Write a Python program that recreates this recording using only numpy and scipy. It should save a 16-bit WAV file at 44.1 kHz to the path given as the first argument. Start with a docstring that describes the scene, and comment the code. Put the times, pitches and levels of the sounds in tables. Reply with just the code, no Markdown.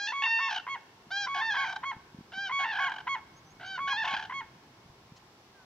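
"""Crane duet by the reeds

A pair of cranes calls in duet at the edge of a reed bed, four rounds in all: gliding harmonics through a windpipe.
The male gives a short lead note, then a long brassy blast that leaps up and breaks into a rattle.
The female lays three short, higher toots over it, each stuttering in, locking and dropping loose again.
Decaying noise echoes give the faint tail of reeds and far trees; banded noise makes a soft outdoor hush.
Damped sines make a few low bumps, gliding sines faint small birds, short noise grains dry crackles."""
import sys
import numpy as np
from scipy import signal
from scipy.fft import rfft, irfft, next_fast_len
from scipy.io import wavfile

SR = 44100
rng = np.random.default_rng(int(sys.argv[2]) if len(sys.argv) > 2 else 0)


def master_out(mix):
    """Clip the mix to full scale and print it as 16-bit PCM to the path in sys.argv[1]."""
    frames = np.transpose(np.atleast_2d(mix))
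    ceiling = np.clip(frames, -1, 1)
    pcm = np.round(ceiling * 32767).astype(np.int16)
    wavfile.write(sys.argv[1], SR, pcm)


N = 249155
TIME = np.arange(N) / SR

# colour of each bird's long coiled windpipe: (frequency [Hz], level [dB])
MALE_WINDPIPE = [(550, -11), (700, -7), (900, -7.5), (1150, -31.5), (1400, 5), (1650, 3.5), (1850, 1.5),
                 (2350, -9), (2750, -3.5), (3200, -3.5), (4000, -9.5), (5600, -16.5), (6500, -21.5),
                 (9000, -50)]
FEMALE_WINDPIPE = [(600, -9.5), (850, 0), (1000, 0), (1110, -2.5), (1400, 16.5), (1900, 5.5), (2200, 3),
                   (3300, -4.5), (4400, -17), (5500, -26.5), (6600, -16.5), (9000, -88.5)]
# low standing waves of the male's windpipe, rung by ragged blowing: (frequency [Hz], relative level [dB])
LOW_PIPE_MODES = [(735, -1.5), (870, -1)]
# the male's bright lead notes, one a round: (start [s], length [s], top pitch [Hz], level [dB],
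# brightness [dB at the fourth harmonic], windpipe ring [dB], hoarse start [s])
LEAD_NOTES = [(-.07, 0.18, 822.4, -41, 5.5, -24.5, 0.013), (1.104, 0.15, 817, -40.5, 5, -2, 0.012),
              (2.319, .166, 797.7, -44, 1.5, 6, .03), (3.597, 0.17, 779, -44.5, 0, 1.5, 0.076)]
# his long blasts: (start [s], hoarse start [s], time to the break [s], rattle length [s], level [dB],
# brightness [dB at the fourth harmonic], ring [dB], rattle roughness [0-1], loss over the rattle [dB],
# release [dB/s], low pipe modes [dB])
LONG_BLASTS = [(.221, 0.0392, 0.27, 0.058, -36, 1, 10, 0.65, 6.5, 231, 1.5),
               (1.343, 0.0831, 0.19, 0.17, -36.5, -1, -0.5, 0.47, 1, 296, 8.5),
               (2.589, 0.119, .133, .16, -35.5, -6, 5, .58, 3.5, 174, 3),
               (3.873, .045, 0.16, 0.22, -36, -1, 6.5, 0.81, 9, 498.5, -1.5)]
# flips into his upper register: (up [s], down [s], pitch [Hz], ring [dB], roughness [0-1])
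REGISTER_LEAPS = [(.068, .126, 893, 12, .36), (.2, .503, 908, 14, .02), (1.405, 1.505, 902, -15, .07),
                  (2.635, 2.722, 903, 10, .38), (3.964, 4.03, 897, 2, .24)]
# even runs of air bursts ending each blast:
# (first burst [s], spacing [s], run length [s], level [dB], fade by the last burst [dB])
BURST_RUNS = [(.511, .0175, .095, -38, 13), (1.7, .0315, .08, -40.5, 1), (2.922, .021, .095, -41.5, 4),
              (4.055, .0286, .215, -37.5, 11)]
# the female's toots, three to a round:
# (pitch locks [s], length [s], stutter before it [s], level [dB], brightness above the fundamental [dB])
TOOT_NOTES = [(.135, 0.13, 0.018, -34, -6.5), (0.409, 0.079, 0.022, -33.5, -10.5),
              (0.694, 0.059, 0.029, -37, -4.5), (1.287, .132, .024, -33.5, -10),
              (1.575, .073, 0.033, -33, -6.5), (1.851, 0.066, 0.024, -34.5, -7.5),
              (2.521, 0.13, 0.028, -32, -4), (2.801, 0.086, 0.015, -33, -7.5),
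              (3.089, .065, .022, -32.5, -5.5), (3.8, .13, .024, -32.5, -13),
              (4.075, 0.074, 0.034, -36, -7.5), (4.338, .072, .043, -38.5, -4.5)]
# for the first, second and third toot of a round: (pitch [Hz])
TOOT_PITCH_HZ = [1117, 1108, 1103]
# strength of the stutter in the same three toots: (level [dB])
TOOT_STUTTER_DB = [-1, -1, 0.5]
# how the calls lean between the ears: (frequency [Hz], left minus right [dB])
EAR_LEAN = [(60, 8), (100, 2.5), (170, -3.5), (290, -1.5), (480, -4), (820, 2.5), (1380, -2), (2320, -3),
            (3910, 3), (6590, -2.5)]
# spectrum of the outdoor hush: (frequency [Hz], relative band gain [dB])
HUSH_SPECTRUM = [(25, -12.5), (60, -3.5), (130, 2.5), (260, -4.5), (380, -3), (560, -10.5), (900, -4),
                 (1300, -11.5), (3000, -15.5), (6600, -18.5), (7600, -48.5), (9000, -28.5), (11000, -31.5),
                 (15500, -35.5)]
# left-right likeness of the hush: (frequency [Hz], correlation [-1 to 1])
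HUSH_LIKENESS = [(60, 0.99), (150, 1), (390, 0.98), (1010, 0.54), (2570, -0.19), (6590, -0.07)]
# low rumble of moving air: (time [s], relative level [dB])
AIR_RUMBLE = [(0, -17.5), (1.7, -2), (2.7, -5), (4.1, 2), (5.6, -10.5)]
# soft low bumps: (start [s], envelope peak [dB], frequency [Hz])
LOW_BUMPS = [(1.068, -50, 170), (1.965, -40.5, 128.5), (2.145, -37.5, 195), (2.186, -35, 182),
             (2.207, -40, 200), (2.374, -42.5, 211), (4.134, -38.5, 183.8), (4.859, -45.5, 137),
             (4.899, -47, 109.4), (5.12, -40.5, 175)]
# faint small birds: (start [s], length [s], start pitch [Hz], end pitch [Hz], level [dB])
BIRD_CHIRPS = [(3.329, 0.031, 6000, 6150, -68), (3.352, 0.052, 6250, 6570, -60),
               (3.443, 0.067, 5940, 6200, -63), (3.49, 0.048, 6250, 6600, -61.5),
               (3.644, 0.06, 6200, 6530, -56.5), (5.506, 0.17, 1700, 1396, -60)]
# crackles of dry stalks: (start [s], length [s], level [dB])
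STALK_CRACKLES = [(2.896, 0.0035, -49), (5.15, 0.048, -59)]

RING_HZ, RING_WIDTH_HZ = 2906, 198  # a resonance that comes and goes in the male's note
# a lead note arches in pitch, swells and brightens towards its top, and frays at the end
LEAD_TOP_SHARE, LEAD_SCOOP, LEAD_SWELL_DB, LEAD_OPEN_DB = 0.7, .075, 2.5, 4
LEAD_ROUGH, FRAY_ROUGH, FRAY_S, LEAD_RELEASE_DB_PER_S = .85, .42, .02, 800
LEAD_DROP = .045  # share by which the pitch falls as the note frays
# a blast climbs as it steadies and sinks as it rattles; its level droops as the air runs out
BLAST_HZ, RATTLE_START_HZ = 826, 824
BLAST_SCOOP, RATTLE_SAG = .03, 0.065
STRAIN_ROUGH, STRAIN_S = 0.208, 0.14  # roughness creeps in before the break
ATTACK_S, BREAK_S = 0.0022, 0.01333
HOARSE_ROUGH, HOARSE_DB, DROOP_DB_PER_S = .66, -3.5, 12.5
LEAP_DB, LEAP_BRIGHT_DB, LEAP_ARCH, LEAP_STEADYING = 2.5, -3.5, 0.012, 0.21
BURST_RISE_S, BURST_JITTER_S, BURST_SPREAD_DB = .0056, .0012, 1.0
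CATCH_BEFORE_S, CATCH_S, CATCH_DB = 0.022, 0.0013, -9.5  # her voice catches just before the note locks
REEDS_T60_S, REEDS_DB = .22, -16
TREES_T60_S, TREES_CUT_HZ, TREES_DB = 1.6, 3200, -23
HUSH_DB = -57.5
CUTOFF_HZ = 15700


def male(flutter_hz=60, flutter_depth=0.427, flutter_bend=0.086, burst_bend=.11, burst_bright_db=-0.5,
         slack_db=-5, fundamental_trade=.2, top_lift=1.97):
    """Where the note turns rough, each pressure surge moves level, pitch and brightness together."""
    jitter, quaver, rasp_db, mode_width_hz = .039, .003, -9, 28
    gain, pitch, bright_db, ring_db, rough, modes_db = blowing()
    beat = rough * flutter(flutter_hz, wander=.3)
    held = gain * np.exp(flutter_depth * (beat - rough / 2))
    bursts = air_bursts()
    surge = bursts / (bursts + held + from_db(-42.5))

    # between surges the membranes go slack: the pitch sinks and the fundamental takes over
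    slack = rough ** 2 * (1 - surge) * (1 - beat)
    bend = flutter_bend * beat + burst_bend * surge - .05 * slack
    unsteady = jitter * rough ** 1.555 * drift(286) + quaver * drift(20)
    pitch = pitch * (1 + bend + unsteady)
    bright_db = bright_db + burst_bright_db * (surge + beat)

    def tilt_db(k):
        """Brightness and slackness shift the balance between the fundamental and harmonic k."""
        share = np.interp(k, [1, 2, 4, 8], [-fundamental_trade, 0, 1, top_lift])
        return bright_db * share + slack_db * slack * (1 if k > 1 else -1)

    tone, phase = trumpet(pitch, MALE_WINDPIPE, tilt_db, ring_db, waver_db=2.5, count=11)
    # in the rough parts each few cycles differ in strength
    level = np.hypot(held, bursts) * np.exp(0.33 * rough * drift(150))
    voice = tone + from_db(rasp_db) * rough * rasp(phase, MALE_WINDPIPE)

    # ragged blowing sets the low pipe modes ringing
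    raggedness = from_db(modes_db) * (level * rough ** 2 + bursts / 2)
    ragged = raggedness * rng.standard_normal(N) * np.sqrt(SR / (np.pi * mode_width_hz))
    pipe = sum(from_db(db) * resonate(ragged, hz, mode_width_hz) for hz, db in LOW_PIPE_MODES)
    return level * voice + butter(pipe, 803, "high", order=6)


def blowing():
    """Lead notes and blasts, the stronger one in charge; the upper register is higher, louder and rounder."""
    lead, blast = lead_notes(), blasts()
    gain, pitch, bright_db, ring_db, rough, modes_db = np.where(lead[0] > blast[0], lead, blast)
    age, down, high_hz, high_ring_db, high_rough = sounding(REGISTER_LEAPS)
    length = down - (TIME - age)
    high = ramp(2 * age / BREAK_S) * ramp((down - TIME) / BREAK_S + .5)
    high_hz = high_hz * (1 - LEAP_ARCH * (2 * ramp(age / length) - 1) ** 2)

    gain = gain * from_db(LEAP_DB * high)
    pitch = pitch + high * (high_hz - pitch)
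    bright_db = bright_db + LEAP_BRIGHT_DB * high
    ring_db = ring_db + high * (high_ring_db - ring_db)
    rough = ramp(np.maximum(rough * (1 - LEAP_STEADYING * high), high * high_rough))
    return gain, pitch, bright_db, ring_db, rough, modes_db


def lead_notes():
    """Gain, pitch, brightness, ring, roughness and low-mode level of the male's arched opening notes."""
    age, length, top_hz, level_db, bright_db, ring_db, hoarse_s = sounding(LEAD_NOTES)
    off_top = ramp(np.abs(age / length / LEAD_TOP_SHARE - 1) ** 1.7)
    hoarse = np.exp(-(age / hoarse_s) ** 2)
    fray = np.exp(np.minimum(age - length, 0) / FRAY_S)
    release_db = LEAD_RELEASE_DB_PER_S * np.maximum(age - length, 0)
    level_db = level_db + HOARSE_DB * hoarse - LEAD_SWELL_DB * off_top - release_db
    gain = ramp(age / ATTACK_S) * from_db(level_db)
    pitch = top_hz * (1 - LEAD_SCOOP * off_top - LEAD_DROP * fray)
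    bright_db = bright_db - LEAD_OPEN_DB * off_top
    rough = LEAD_ROUGH * hoarse + FRAY_ROUGH * fray
    return np.array([gain, pitch, bright_db, ring_db, rough, np.zeros(N)])


def blasts():
    """The same controls for his long notes: a hoarse start, a clearer middle, then a sinking rattle."""
    (age, hoarse_s, break_s, rattle_s, level_db, bright_db, ring_db,
     rattle_rough, loss_db, release_db_per_s, modes_db) = sounding(LONG_BLASTS)
    hoarse = 1 - ramp(age / hoarse_s) ** 3
    broken = ramp((age - break_s) / BREAK_S + .5)
    spent = np.clip((age - break_s) / rattle_s, 0, 2)
    strain = STRAIN_ROUGH * np.exp(np.minimum(age - break_s, 0) / STRAIN_S)
    rough = (1 - broken) * np.maximum(HOARSE_ROUGH * hoarse, strain) + broken * rattle_rough

    steady_hz = BLAST_HZ * (1 - BLAST_SCOOP * hoarse)
    rattle_hz = RATTLE_START_HZ * (1 - RATTLE_SAG * spent)
    pitch = (1 - broken) * steady_hz + broken * rattle_hz

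    droop_db = DROOP_DB_PER_S * np.maximum(age - hoarse_s, 0)
    release_db = release_db_per_s * np.maximum(age - break_s - rattle_s, 0)
    level_db = level_db + HOARSE_DB * hoarse - droop_db - loss_db * spent ** 2 - release_db
    gain = ramp(age / ATTACK_S) * from_db(level_db)
    return np.array([gain, pitch, bright_db, ring_db, rough, modes_db])


def air_bursts():
    """Runs of pressure surges that mostly hold their strength and fade at the last."""
    out = 0
    for first, spacing, length, level_db, fade_db in BURST_RUNS:
        ages = np.arange(0, length, spacing)
        for age, (late, strong) in zip(ages, rng.standard_normal((len(ages), 2))):
            db = level_db - fade_db * (age / ages[-1]) ** 6 + BURST_SPREAD_DB * strong
            out = out + from_db(db) * puff(first + age + BURST_JITTER_S * late, BURST_RISE_S)
    return out


def female(scoop=0.091, sag=0.03, rise=.008, fall=0.17, fall_s=0.011, fade_s=0.017,
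           stutter_hz=80, stutter_depth=0.42, loose_dull_db=-12, jitter=0.04):
    """Each toot stutters in low, locks onto a clean arched pitch, sags, then drops loose again and dies."""
    rasp_db = -6
    notes = np.array(TOOT_NOTES)
    halfway = (notes[1:, 0] + notes[:-1, 0] + notes[:-1, 1]) / 2  # middle of each gap between notes
    nearest = np.searchsorted(halfway, TIME)
    lock, length, lead_s, level_db, bright_db = notes[nearest].T
    end = lock + length
    pitch = np.array(TOOT_PITCH_HZ)[nearest % len(TOOT_PITCH_HZ)]

    before = ramp((lock - TIME) / .009)
    after = ramp((TIME - end) / fall_s + .5)
    loose = np.maximum(before, after)
    along = ramp((TIME - lock) / length)
    unsettled = np.maximum(loose, 0.55 * np.exp(-np.maximum(TIME - lock, 0) / 0.013))
    beat = unsettled * flutter(stutter_hz, wander=0.27)

    arch = rise * (1 - along) ** 4 + sag * along ** 3
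    unsteady = 0.037 * beat + jitter * loose * drift(260) + 0.00087 * drift(40)
    pitch = pitch * (1 - scoop * before - fall * after - arch + unsteady)
    attack = ramp((TIME - lock + lead_s) / 0.0028)
    gate = attack * np.exp(-np.maximum(TIME - end, 0) / fade_s)

    # the upper harmonics are the last to come and the first to go
    weak = np.maximum(loose, (2 * along - 1) ** 4 / 2)

    def tilt_db(k):
        """Note brightness, less the dulling of harmonic k where the voice is weak."""
        return bright_db * (k > 1) + loose_dull_db * weak * np.log(k)

    tone, phase = trumpet(pitch, FEMALE_WINDPIPE, tilt_db, 0, waver_db=0.0, count=7)
    breath = butter(rasp(phase, FEMALE_WINDPIPE), 3800, "low", order=1)
    breaking = from_db(rasp_db) * (np.maximum(loose, unsettled ** 2) + 0.032) * breath

    catch = np.exp(-((TIME - lock + CATCH_BEFORE_S) / CATCH_S) ** 2)
    stutter_db = before * np.array(TOOT_STUTTER_DB)[nearest % len(TOOT_STUTTER_DB)]
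    gain = from_db(level_db + stutter_db + CATCH_DB * catch) * gate
    return gain * (1 + stutter_depth * (beat - unsettled / 3)) * (tone + breaking)


def trumpet(pitch, pipe, tilt_db, ring_db, waver_db, count):
    """Harmonics of the syrinx, each weighted by the windpipe as it glides."""
    phase, out = 2 * np.pi * np.cumsum(pitch) / SR, 0
    spread = .16
    for k in range(1, count + 1):
        hz = k * pitch
        ring = ring_db * np.exp(-.5 * ((hz - RING_HZ) / RING_WIDTH_HZ) ** 2)
        gain = from_db(at_hz(pipe, hz) + tilt_db(k) + ring + waver_db * drift(13.4))
        # the long pipe smears each pulse a little: upper harmonics arrive later
        out = out + gain * np.cos(k * phase - spread * k * k)
    return np.sqrt(2) * out, phase


def rasp(phase, pipe):
    """Turbulence let through once a cycle and coloured by the windpipe."""
    hz = np.linspace(0, SR / 2, 513)
    colour = signal.firwin2(511, hz, from_db(at_hz(pipe, hz)), fs=SR)
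    puffs = rng.standard_normal(N) * (1 + np.cos(phase)) ** 2
    coloured = signal.fftconvolve(puffs, colour, "same")
    return rms_one(butter(coloured, 620, "high", order=6))


def flutter(hz, wander):
    """An uneven beat of the syrinx membranes."""
    return np.sin(2 * np.pi * np.cumsum(hz * (1 + wander * drift(20))) / SR)


def place(x, pan_db, lag_ms):
    """A direction: the ears differ in level, pitch by pitch, and the right hears it a little later."""
    size = next_fast_len(N + 1000)
    hz = np.fft.rfftfreq(size, 1 / SR)
    lean_db = pan_db + at_hz(EAR_LEAN, hz)
    late = np.exp(-2j * np.pi * hz * lag_ms / 1000)
    ears = np.array([from_db(lean_db / 2), late * from_db(-lean_db / 2)])
    return irfft(rfft(x, size) * ears, size)[:, :N]


def scatter(x, t60, delay_s, cut_hz, alike):
    """Countless small reflections that build up and die away, partly shared by the two ears."""
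    t = np.arange(int(1.5 * SR)) / SR
    envelope = from_db(-60 * t / t60) * (1 - np.exp(-t / delay_s))
    mid, side = rng.standard_normal((2, len(t))) * envelope
    echoes = two_ears(mid, side, alike)
    echoes = butter(echoes / np.sqrt(np.sum(echoes ** 2) / 2), cut_hz, "low")
    return signal.fftconvolve(x[None], echoes, axes=1)[:, :N]


def hush(patchy_db=0.5):
    """Air over the reeds and far country: noise bands that waver slightly; the lowest follow the breeze."""
    out, edges = 0, np.geomspace(22, 16000, 28)  # roughly third-octave bands
    white = rng.standard_normal((2, 2, N))
    rumble_db = np.interp(TIME, *np.transpose(AIR_RUMBLE))
    for k, (low, high) in enumerate(zip(edges, edges[1:])):
        # neighbouring bands take turns on two separate noises
        mid, side = butter(white[k % 2], [low, high], "band", order=3)
        hz = np.sqrt(low * high)
        waver_db = patchy_db * drift(19) / (1 + hz / 1500)
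        breeze_db = rumble_db / (1 + (hz / 150) ** 2)
        gain = from_db(at_hz(HUSH_SPECTRUM, hz) + waver_db + breeze_db)
        out = out + gain * two_ears(mid, side, at_hz(HUSH_LIKENESS, hz))
    return from_db(HUSH_DB) * rms_one(out)


def bumps(rise_s=0.0028):
    """Soft knocks: low sines that swing only a cycle or two."""
    return sum(from_db(db) * puff(start + rise_s, rise_s) * np.sin(2 * np.pi * hz * (TIME - start))
               for start, db, hz in LOW_BUMPS)


def small_birds():
    """Thin whistles: single sines gliding in pitch under a smooth swell."""
    waver, out = 1 + 0.0028 * drift(150), 0
    for start, length, from_hz, to_hz, db in BIRD_CHIRPS:
        pitch = waver * np.interp(TIME, [start, start + length], [from_hz, to_hz])
        out = out + from_db(db) * swell(start, length) * np.sin(2 * np.pi * np.cumsum(pitch) / SR)
    return out


def dry_stalks():
    """Crackles: short swells of spiky, band-limited noise."""
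    # cubing the noise makes it spiky
    grain = rms_one(butter(rng.standard_normal(N) ** 3, [1800, 6500], "band", order=4))
    return grain * sum(from_db(db) * swell(start, length) for start, length, db in STALK_CRACKLES)


def two_ears(mid, side, alike):
    """Left and right from two equally strong noises, with the given likeness."""
    alike = np.clip(alike, -1, 1)
    return np.sqrt(1 + alike) * mid + np.sqrt(1 - alike) * side * [[1], [-1]]


def sounding(table):
    """Time since the start of the current note, followed by that note's other columns."""
    rows = np.array(table)
    start, *columns = rows[np.searchsorted(rows[1:, 0], TIME)].T
    return [TIME - start, *columns]


def puff(peak_s, rise_s):
    """A quick rise to height 1 and a slower fall."""
    age = np.clip((TIME - peak_s) / rise_s + 1, 0, 20)
    return (age * np.exp(1 - age)) ** 2


def swell(start, length):
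    """A smooth hump of height 1."""
    return np.interp(TIME, start + length * np.linspace(0, 1, 33), np.hanning(33))


def ramp(x):
    """From 0 to 1, then held."""
    return np.clip(x, 0, 1)


def drift(rate):
    """Smooth chance with spread 1 that changes about `rate` times a second."""
    r = np.exp(-16 * np.pi * rate / SR)  # made at an eighth of the sample rate
    noise = rng.standard_normal(N // 8 + 4002)
    slow = signal.lfilter([1], [1, -2 * r, r * r], noise)[4000:]  # skip the filter's settling
    return np.interp(np.arange(N) / 8, np.arange(len(slow)), rms_one(slow))


def resonate(x, hz, width_hz):
    """A resonance with gain 1 on top."""
    r = np.exp(-np.pi * width_hz / SR)
    feedback = [1, -2 * r * np.cos(2 * np.pi * hz / SR), r * r]
    return signal.lfilter(np.array([1, 0, -1]) * (1 - r * r) / 2, feedback, x)


def butter(x, hz, kind, order=2):
    """Butterworth filter."""
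    return signal.sosfilt(signal.butter(order, hz, kind, fs=SR, output="sos"), x)


def at_hz(points, hz):
    """Read a spectrum on a log-frequency axis."""
    f, value = np.transpose(points)
    return np.interp(np.log(np.maximum(hz, 1)), np.log(np.maximum(f, 1)), value)


def from_db(db):
    """Decibels to gain."""
    return 10 ** (np.asarray(db) / 20)


def rms_one(x):
    """Scale to rms 1."""
    return x / np.sqrt(np.mean(x ** 2) + 1e-20)


def scene():
    """Both cranes, their echoes and the surroundings."""
    he, she = [butter(voice, 6660, "low", order=4) for voice in (male(), female())]
    direct = place(he, pan_db=0.55, lag_ms=0.027) + place(she, pan_db=0.0, lag_ms=0.052)
    both = he + she
    reeds = from_db(REEDS_DB) * scatter(both, REEDS_T60_S, delay_s=0.03, cut_hz=21000, alike=0.41)
    trees = from_db(TREES_DB) * scatter(both, TREES_T60_S, delay_s=0.04, cut_hz=TREES_CUT_HZ, alike=0.34)
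    return direct + reeds + trees + hush() + bumps() + small_birds() + dry_stalks()


def record(dry):
    """A steep low-pass, run both ways so that it shifts nothing in time, cuts the top."""
    return signal.sosfiltfilt(signal.ellip(10, .05, 70, CUTOFF_HZ, fs=SR, output="sos"), dry)


dry = scene()
out = record(dry)
master_out(out)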